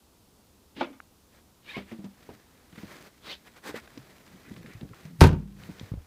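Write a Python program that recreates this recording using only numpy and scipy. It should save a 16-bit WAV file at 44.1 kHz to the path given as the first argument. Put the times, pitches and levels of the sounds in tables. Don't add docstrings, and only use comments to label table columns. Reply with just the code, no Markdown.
import sys
import numpy as np
from scipy import signal
from scipy.io import wavfile
from scipy.ndimage import uniform_filter1d

SR = 44100
rng = np.random.default_rng(int(sys.argv[2]) if len(sys.argv) > 2 else 0)


def dump(signal):
    limited = np.clip(np.atleast_2d(signal).T, -1, 1)
    pcm = np.round(limited * 32767).astype(np.int16)
    wavfile.write(sys.argv[1], SR, pcm)


N = 267246
TIME = np.arange(N) / SR
EDGES_HZ = 20 * 2 ** (np.arange(30) / 3)
CENTRES_HZ = np.sqrt(EDGES_HZ[1:] * EDGES_HZ[:-1])
CUTOFF_HZ = 15400

# (time [s], level [dB], tilt [dB per octave], ring length [factor])
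SLAM_CONTACTS = [(5.2078, -22.5, 2, 0.65), (5.2130, -15, -1, 0.77), (5.217, -16, -0.5, 0.82),
                 (5.2207, -21, 2, 0.2), (5.2396, -13.5, -2, 0.39), (5.249, -37.5, 6, 0.69),
                 (5.2713, -31.5, 4.5, 0.22), (5.3109, -42, -2, 1.0), (5.33, -39, -4, 0.98)]
# (frequency [Hz], level [dB])
SLAM_SPECTRUM = [(260, 2), (400, -4.5), (500, -2), (750, -13), (950, -3), (1200, -12.5), (1550, -6.5),
                 (1950, -18.5), (2300, -13), (3300, -17.5), (5300, -20.5), (7000, -26.5), (14000, -35),
                 (15500, -51)]
# (frequency [Hz], t60 [s])
SLAM_T60 = [(200, 0.57), (500, 0.35), (1200, 0.33), (4000, 0.26), (12000, 0.17)]
# (frequency [Hz], level [dB], t60 [s])
PANEL_RINGS = [(370, -5, 0.22), (580, -7.5, 0.11), (710, -15, 0.15), (827, -22, 0.092), (917, -2, 0.17),
               (944, -20, .17), (1109, -15, 0.2), (1483, -8, .09), (1598, -7, 0.09), (2240, -23, 0.2),
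               (2790, -20, 0.25), (3630, -32, 0.12), (5220, -4, 0.03)]
# (frequency [Hz], level [dB], t60 [s])
CAVITY_MODES = [(52.2, -20.5, 0.63), (86, -3.5, 0.22), (110.5, -15.5, 0.36), (144.4, -12, 0.36),
                (161.1, -11, 0.34), (197.5, -30, 0.99), (196.5, -29, 0.23), (242, -29, 0.21),
                (267.5, -22, 0.26), (362, -20, 0.25), (397, -24.5, 0.33)]
# (time [s], level [dB], contact [s])
SEAL_LANDINGS = [(5.2164, 5.5, 0.00039), (5.321, -17.5, 0.00056)]
# (time [s], level [dB])
AIR_RUMBLE = [(5.13, -52), (5.185, -51), (5.207, -24), (5.225, -27), (5.3, -42), (5.42, -60), (5.6, -49.5),
              (5.68, -44.5)]
# (frequency [Hz], level [dB])
AIR_SPECTRUM = [(40, -3), (70, 7.5), (160, 16.5), (260, -8), (500, -29)]

# (time [s], level [dB])
MOTOR_LEVEL = [(.75, -68), (.767, -43.5), (.79, -44), (.806, -37), (.82, -37.5), (.84, -79)]
# (frequency [Hz], level [dB])
MOTOR_SPECTRUM = [(71, -44), (120, -10), (297, 0.5), (720, -23), (857, -15), (1440, -24), (1620, -14),
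                  (2330, -15.5), (2620, -15), (3360, -15), (4670, -24.5), (5550, -38), (12000, -53),
                  (15600, -74), (22000, -120)]
# (time [s], level [dB], tilt [dB per octave], ring length [factor])
RELEASE_CONTACTS = [(0.8098, -35.5, 4.5, 0.94), (0.8128, -33.5, -3.5, 0.86), (0.829, -45.5, 11, 1.72),
                    (.845, -44, 2, 0.45), (0.903, -53, -14, 0.98), (0.929, -63.5, 8, 2.2),
                    (.956, -61, -17, 0.31)]
# (frequency [Hz], level [dB])
RELEASE_SPECTRUM = [(71, -43), (120, -30), (256, 3), (429, -21), (579, 4.5), (652, -4), (862, -2.5),
                    (1190, -6), (1360, -3), (1600, -12.5), (2290, -11), (2480, -13), (3400, -21),
                    (7110, -50.5), (14000, -68)]
# (frequency [Hz], t60 [s])
RELEASE_T60 = [(250, 0.35), (1000, 0.2), (4000, 0.11), (12000, 0.21)]
# (frequency [Hz], level [dB], t60 [s])
LOCK_PLATE_MODES = [(265, 4.5, 0.22), (350, -2, 0.22), (393, -22, 0.2), (487, 1, 0.18), (522, -4, 0.19),
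                    (862, 15, 0.071), (1215, 10, 0.081), (1410, 9, 0.048), (1950, -17, 0.079),
                    (2300, -3.5, 0.12), (2190, -5, 0.1), (3500, -7, 0.053)]
# (frequency [Hz], level [dB], t60 [s])
PAWL_STOP_MODES = [(343, -26, 0.14), (816, -14.5, 0.019), (934, -34, 0.021)]
SPREAD_S = .0007

# (time [s], level [dB], pitch [Hz], rattle [dB])
LID_JOLTS = [(1.765, -39.5, 397, 6.5), (1.775, -32.5, 197.7, -3.5), (1.917, -32.5, 227, -7.5),
             (1.987, -35, 197, -11.5), (2.041, -31.5, 196.8, -10.5), (2.289, -44.5, 208.3, 6.5),
             (5.052, -35, 157.4, -14.5), (5.1, -39.5, 169, -30)]
LID_RING_S = 0.22

# (time [s], level [dB], pitch [Hz], length until it has died by 60 dB [cycles])
HEAVY_THUMPS = [(2.728, -37.5, 176, 7.3), (2.778, -32.5, 215, 13.6), (2.833, -29.5, 201, 14),
                (3.691, -34.5, 298, 28), (3.742, -23, 480, 13.6), (3.974, -25.5, 280, 8.6),
                (4.511, -32, 206, 18.5), (4.588, -40, 167, 22), (4.652, -37, 217, 6.4),
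                (4.75, -34, 111, 12), (4.813, -30, 220, 12), (4.83, -25.5, 159, 6.8),
                (4.911, -37, 120, 10.4), (5.69, -26.5, 185.6, 15.7), (5.812, -17.5, 208, 3.1),
                (5.917, -19, 117, 5.7), (5.938, -17, 176, 3.6), (5.972, -28, 77.6, 11.3)]
# (frequency [Hz], level [dB])
GRIT_SPECTRUM = [(60, -1.5), (200, -3.5), (400, -4.5), (800, -13.5), (2000, -26), (5000, -35), (14000, -99)]
GRIT_DB, GRIT_DB_PER_OCTAVE, GRIT_AT_HZ = -13.5, 7, 205
SETTLE_S, SETTLE_PITCH, SETTLE_DB, SETTLE_RING_S = .016, .47, -16, .13

# (time of the top [s], half length [s], level [dB], crunch [dB])
SOLE_SCRAPES = [(2.787, 0.0065, -52, 5), (2.914, 0.025, -49.5, -7), (3.07, 0.016, -56, -22),
                (3.473, 0.018, -52.5, -4), (3.574, 0.016, -52, -8), (3.659, 0.019, -45, -24),
                (3.688, 0.022, -39.5, -18), (3.768, .02, -41.5, 1), (4.268, .018, -57.5, -26),
                (5.675, 0.09, -59.5, -20)]
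# (frequency [Hz], level [dB])
FRICTION_SPECTRUM = [(88, -54), (150, -7.5), (509, -6), (631, -10.5), (827, -8.5), (1660, -8.5),
                     (2860, -19), (3760, -16.5), (13000, -31), (15500, -29)]
CRUNCH_HZ, CRUNCH_WIDTH_HZ = 1700, 2800

# (time of the top [s], half length [s], level [dB], hiss [Hz], plain friction under it [dB])
SLEEVE_SWEEPS = [(1.70, 0.037, -51, 2700, 2.5), (1.766, 0.041, -44.5, 2590, -3),
                 (1.912, 0.036, -60, 2430, 7), (3.272, 0.028, -51.5, 3110, 7),
                 (3.32, 0.029, -40, 3300, -2.5), (4.47, 0.024, -55, 1915, -17),
                 (4.71, 0.056, -55.5, 2030, -5)]
SWISH_WIDTH = 0.96
ZIP_HALF_S, ZIP_OCTAVES_PER_S, ZIP_WIDTH_HZ, ZIP_DB = 0.018, 4.3, 49, -3
# (time [s], level [dB], pitch [Hz], rise [octaves per s])
LOUD_STREAKS = [(1.691, -45, 2370, 2), (1.705, -49, 1730, 0.5), (1.712, -51.5, 3750, 2.5),
                (1.755, -41.5, 2197, 1.5), (1.765, -45, 1046, -0.5), (3.297, -47, 2074, 4),
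                (3.317, -48, 3340, -1)]

# (start [s], end [s], level of the rustle [dB])
MOVEMENT_BOUTS = [(1.323, 1.40, -60.5), (1.864, 2.075, -63), (2.175, 2.38, -68.5), (2.583, 2.663, -80),
                  (2.751, 3.077, -53.5), (3.793, 4.227, -61.5), (4.276, 4.82, -62), (4.94, 5.09, -58.5),
                  (5.589, 5.9, -53.5)]
MOVE_ATTACK_S, MOVE_RELEASE_S = 0.025, 0.02
STIR_FROM_S, STIR_DB = 2.093, -65.5
# (frequency [Hz], level [dB])
CLOTH_SPECTRUM = [(82, -40), (140, 3), (225, -1), (290, 0), (590, -4.5), (840, -9), (1220, -8), (2040, -6),
                  (3020, -15.5), (3750, -13), (14000, -29.5), (15500, -12)]

# (time [s], level [dB], frequency [Hz], width [Hz], t60 [s])
SHARP_TICKS = [(1.0021, -31.5, 1000, 3500, 0.0068), (1.914, -46.5, 1280, 2500, 0.071),
               (2.044, -53, 3300, 3000, 0.053), (2.727, -55.5, 1500, 2500, 0.062),
               (2.775, -68, 1220, 2000, .055), (3.65, -53, 1500, 2500, .036),
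               (3.875, -44.5, 1140, 1190, 0.018), (3.976, -44.5, 2700, 4000, .026),
               (4.563, -47.5, 1690, 1490, 0.04), (4.661, -44, 1970, 895, 0.027),
               (4.811, -43, 1800, 2500, 0.012), (4.934, -44.5, 1000, 490, 0.04),
               (5.796, -36, 2740, 3370, 0.016)]

# (start [s], end [s], level [dB])
GRIP_SHIFTS = [(4.28, 4.40, -54), (4.46, 4.72, -49), (4.8, 4.93, -51)]
# (frequency [Hz], level [dB])
GRIP_SPECTRUM = [(60, -8), (110, 1), (180, 0.5), (320, -4), (600, -24), (1500, -50)]

# (frequency [Hz], level [dB])
AIR_OUTDOORS = [(13, -40), (22, -20), (70, -4.5), (154, -15), (203, -8.5), (290, -13.5), (502, -17.5),
                (560, -20.5), (997, -21), (1870, -31), (3820, -28), (15500, -33)]
OUTDOORS_DB = -60.5


def from_db(db):
    return 10 ** (np.asarray(db) / 20)


def rms_one(x):
    return x / np.sqrt(np.mean(x ** 2) + 1e-20)


def level(rows):
    s, db = np.transpose(rows)
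    return from_db(np.interp(TIME, s, db, left=-np.inf, right=-np.inf))


def per_band(points):
    hz, value = np.transpose(points)
    return np.interp(np.log(CENTRES_HZ), np.log(hz), value)


def noise_bands():
    white = rng.standard_normal((2, N))
    bands = []
    for k in range(len(CENTRES_HZ)):
        band_pass = signal.butter(2, EDGES_HZ[k:k + 2], "band", fs=SR, output="sos")
        bands.append(signal.sosfilt(band_pass, white[k % 2]))
    return np.array(bands)


def band_gains(colour, tilt_db=0):
    skirt = np.minimum(CENTRES_HZ / colour[0][0], 1) ** 2
    gain = from_db(per_band(colour) + tilt_db * np.log2(CENTRES_HZ)) * skirt
    power = np.sum(gain ** 2 * np.diff(EDGES_HZ)) * 2 / SR
    return gain / np.sqrt(power)


def grain(per_s, depth_db):
    knots = rng.standard_normal(N)
    return rms_one(from_db(depth_db * np.interp(TIME * per_s, np.arange(N), knots)))


def fade(t60, size):
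    return np.exp(-np.log(1000) * TIME[:size] / t60)


def ring(modes, size):
    return sum(from_db(db) * fade(t60, size) * np.sin(2 * np.pi * hz * TIME[:size]) for hz, db, t60 in modes)


def resonance(x, hz, width_hz):
    r = np.exp(-np.pi * width_hz / SR)
    zeros = np.array([1, 0, -1]) * (1 - r * r) / 2
    poles = [1, -2 * r * np.cos(2 * np.pi * hz / SR), r * r]
    return signal.lfilter(zeros, poles, x)


def add(out, s, sound):
    start = int(s * SR)
    out[start:start + len(sound)] += sound[:N - start]


def stroke(s, half_s):
    return 1 / np.cosh(np.minimum(np.abs(TIME - s) / half_s, 10)) ** 2


def bouts(rows):
    out = np.zeros(N)
    for start, end, db in rows:
        attack = (1 + np.tanh((TIME - start) / MOVE_ATTACK_S)) / 2
        release = (1 + np.tanh((end - TIME) / MOVE_RELEASE_S)) / 2
        out += from_db(db) * attack * release
    return out


def clatter(bands, contacts, colour, decay, modes, modes_db, crack_db=-3, crack_t60=0.058, size=SR // 2):
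    out = np.zeros(N)
    hz, mode_db, mode_t60 = np.transpose(modes)
    build_up = 1 - np.exp(-TIME[:size] / SPREAD_S)
    crack = 1 + from_db(crack_db) * fade(crack_t60, size)
    for s, db, tilt_db, length in contacts:
        start = rng.integers(N - size)
        cloud = bands[:, start:start + size] * fade(length * per_band(decay)[:, None], size)
        add(out, s, from_db(db) * (band_gains(colour, tilt_db) @ cloud) * crack)
        strength = from_db(mode_db + tilt_db * np.log2(hz) + rng.normal(0, 1, len(hz)))
        strength *= rng.choice([-1, 1], len(hz)) / np.linalg.norm(strength)
        rings = fade(length * mode_t60[:, None], size) * np.sin(2 * np.pi * hz[:, None] * TIME[:size])
        add(out, s, from_db(db + modes_db) * (strength @ rings) * build_up)
    return out


def slam(bands, lowest_hz=44):
    clash = clatter(bands, SLAM_CONTACTS, SLAM_SPECTRUM, SLAM_T60, PANEL_RINGS, modes_db=2.0)
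    out = clash * grain(per_s=500, depth_db=2.0)
    boom = ring(CAVITY_MODES, size=SR)
    for s, db, contact_s in SEAL_LANDINGS:
        soft = np.exp(-1 / (contact_s * SR))
        add(out, s, from_db(db) * signal.lfilter([1 - soft], [1, -soft], boom))
    out += level(AIR_RUMBLE) * (band_gains(AIR_SPECTRUM) @ bands)
    return signal.sosfilt(signal.butter(2, lowest_hz, "high", fs=SR, output="sos"), out)


def unlatch(bands, rise_s=0.0017, lowest_hz=170, highest_hz=6000):
    motor = level(MOTOR_LEVEL) * (band_gains(MOTOR_SPECTRUM) @ bands) * grain(per_s=360, depth_db=0.5)
    snap = clatter(bands, RELEASE_CONTACTS, RELEASE_SPECTRUM, RELEASE_T60, LOCK_PLATE_MODES, modes_db=10.0)
    pawl = ring(PAWL_STOP_MODES, size=SR) * (1 - np.exp(-TIME[:SR] / rise_s))
    add(snap, RELEASE_CONTACTS[0][0], pawl)
    muffle = signal.butter(3, [lowest_hz, highest_hz], "band", fs=SR, output="sos")
    return motor + signal.sosfilt(muffle, snap)


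def bump(grit, hz, t60, grit_db, grit_t60, rise_s=0.0018, overtone=1.52, overtone_db=-8,
         lowest_ratio=0.37, size=SR // 3):
    start = rng.integers(N - size)
    puff = from_db(grit_db) * grit[start:start + size] * fade(grit_t60, size)
    overtone_hz = hz * overtone * rng.uniform(0.76, 1.1)
    body = ring([(hz, 0, t60), (overtone_hz, overtone_db, t60)], size)
    onset = 1 - np.exp(-TIME[:size] / rise_s)
    low_cut = signal.butter(2, lowest_ratio * hz, "high", fs=SR, output="sos")
    return signal.sosfilt(low_cut, onset * (body + puff))


def lid_knocks(grit, rattle_t60=0.15):
    out = np.zeros(N)
    for s, db, hz, rattle_db in LID_JOLTS:
        add(out, s, from_db(db) * bump(grit, hz, LID_RING_S, rattle_db, rattle_t60))
    return out


def thump(grit, hz, t60):
    return bump(grit, hz, t60, GRIT_DB + GRIT_DB_PER_OCTAVE * np.log2(hz / GRIT_AT_HZ), t60)


def thumps(grit):
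    out = np.zeros(N)
    for s, db, hz, cycles in HEAVY_THUMPS:
        add(out, s, from_db(db) * thump(grit, hz, cycles / hz))
        settling = thump(grit, hz * SETTLE_PITCH, SETTLE_RING_S)
        add(out, s + SETTLE_S, from_db(db + SETTLE_DB) * settling)
    return out


def scuffs(friction):
    crunch = resonance(friction, CRUNCH_HZ, CRUNCH_WIDTH_HZ)
    crunch = resonance(crunch, CRUNCH_HZ, CRUNCH_WIDTH_HZ)
    out = np.zeros(N)
    for s, half_s, db, crunch_db in SOLE_SCRAPES:
        out += from_db(db) * stroke(s, half_s) * (friction + from_db(crunch_db) * crunch)
    return out


def zip_streak(hz, octaves_per_s, size=SR // 4):
    t = TIME[:size] - TIME[size] / 2
    white = rng.standard_normal(size) + 1j * rng.standard_normal(size)
    waver = signal.sosfilt(signal.butter(2, ZIP_WIDTH_HZ, fs=SR, output="sos"), white)
    phase = 2 * np.pi * np.cumsum(hz * 2 ** (octaves_per_s * t)) / SR
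    song = rms_one(np.real(waver * np.exp(1j * phase)))
    return np.exp(-(t / ZIP_HALF_S) ** 2) * song


def swishes(friction, offset_db=-3, spread_octaves=0.58, scatter=0.73, count=7):
    out = np.zeros(N)
    for s, half_s, db, hz, friction_db in SLEEVE_SWEEPS:
        hiss = resonance(friction, hz, SWISH_WIDTH * hz)
        hiss = rms_one(resonance(hiss, hz, SWISH_WIDTH * hz))
        out += from_db(db + offset_db) * stroke(s, half_s) * (hiss + from_db(friction_db) * friction)
        draws = rng.uniform(-1.1, 1, (count, 2))
        for place, (when, detune) in zip(np.linspace(-1, 1 / 2, count), draws):
            streak_hz = hz * 2 ** (spread_octaves * (place + detune / count))
            streak = zip_streak(streak_hz, ZIP_OCTAVES_PER_S)
            strength = from_db(db + ZIP_DB) * np.exp(-place ** 2) / np.sqrt(count / 2)
            add(out, s + scatter * half_s * when - len(streak) / SR / 2, strength * streak)
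    return out


def zips():
    out = np.zeros(N)
    for s, db, hz, octaves_per_s in LOUD_STREAKS:
        streak = zip_streak(hz, octaves_per_s)
        add(out, s - len(streak) / SR / 2, from_db(db) * streak)
    return out


def movement():
    stir = (1 + np.tanh((TIME - STIR_FROM_S) / MOVE_ATTACK_S)) / 2
    return bouts(MOVEMENT_BOUTS) + from_db(STIR_DB) * stir


def crackle(per_s=45, spread_db=7.5, hz=1700, width_hz=1900, pop_s=0.0019):
    sizes = from_db(spread_db * np.minimum(rng.exponential(1, N), 2))
    snaps = (rng.random(N) < per_s / SR) * sizes
    linger = np.exp(-1 / (pop_s * SR))
    pops = signal.lfilter([1], [1, -linger], snaps + 1e-18) * rng.standard_normal(N)
    return rms_one(resonance(pops, hz, width_hz))


def clothes(moving, crackle_db=-10):
    cloth = (band_gains(CLOTH_SPECTRUM) @ noise_bands()) * grain(per_s=100, depth_db=2.0)
    return moving * (cloth + from_db(crackle_db) * crackle())


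def ticks(size=SR // 10, top_ratio=2.36):
    out = np.zeros(N)
    for s, db, hz, width_hz, t60 in SHARP_TICKS:
        dying = fade(t60, size)
        crack = resonance(rng.standard_normal(size) * dying, hz, width_hz)
        high_cut = signal.butter(5, min(top_ratio * hz, CUTOFF_HZ), fs=SR, output="sos")
        crack = signal.sosfilt(high_cut, crack)
        add(out, s, from_db(db) * crack * np.linalg.norm(dying) / np.linalg.norm(crack))
    return out


def handling(bands):
    return bouts(GRIP_SHIFTS) * (band_gains(GRIP_SPECTRUM) @ bands) * grain(per_s=54, depth_db=7.0)


def outdoor_air():
    return from_db(OUTDOORS_DB) * (band_gains(AIR_OUTDOORS) @ noise_bands())


def scene():
    bands = noise_bands()
    grit = band_gains(GRIT_SPECTRUM) @ bands
    friction = (band_gains(FRICTION_SPECTRUM) @ bands) * grain(per_s=870, depth_db=2.0)
    car = slam(bands) + unlatch(bands) + lid_knocks(grit)
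    steps = thumps(grit) + scuffs(friction) + ticks() + handling(bands)
    clothing = swishes(friction) + zips() + clothes(movement())
    return (car + steps + clothing + outdoor_air())[None]


def record(dry, threshold_db=-12, squeeze=0.31, release_db_per_s=4.0):
    power = uniform_filter1d(dry[0] ** 2, size=SR // 80)
    loudness_db = 10 * np.log10(np.abs(power) + 1e-12)
    duck_db = squeeze * np.maximum(loudness_db - threshold_db, 0)
    recovery_db = release_db_per_s * TIME
    held_db = np.maximum.accumulate(duck_db + recovery_db) - recovery_db
    ducked = dry * from_db(-held_db)
    rounded = ducked / (1 + (ducked / .98) ** 8) ** (1 / 8)
    return signal.sosfilt(signal.ellip(10, .1, 80, CUTOFF_HZ, fs=SR, output="sos"), rounded)


dry = scene()
out = record(dry)
dump(out)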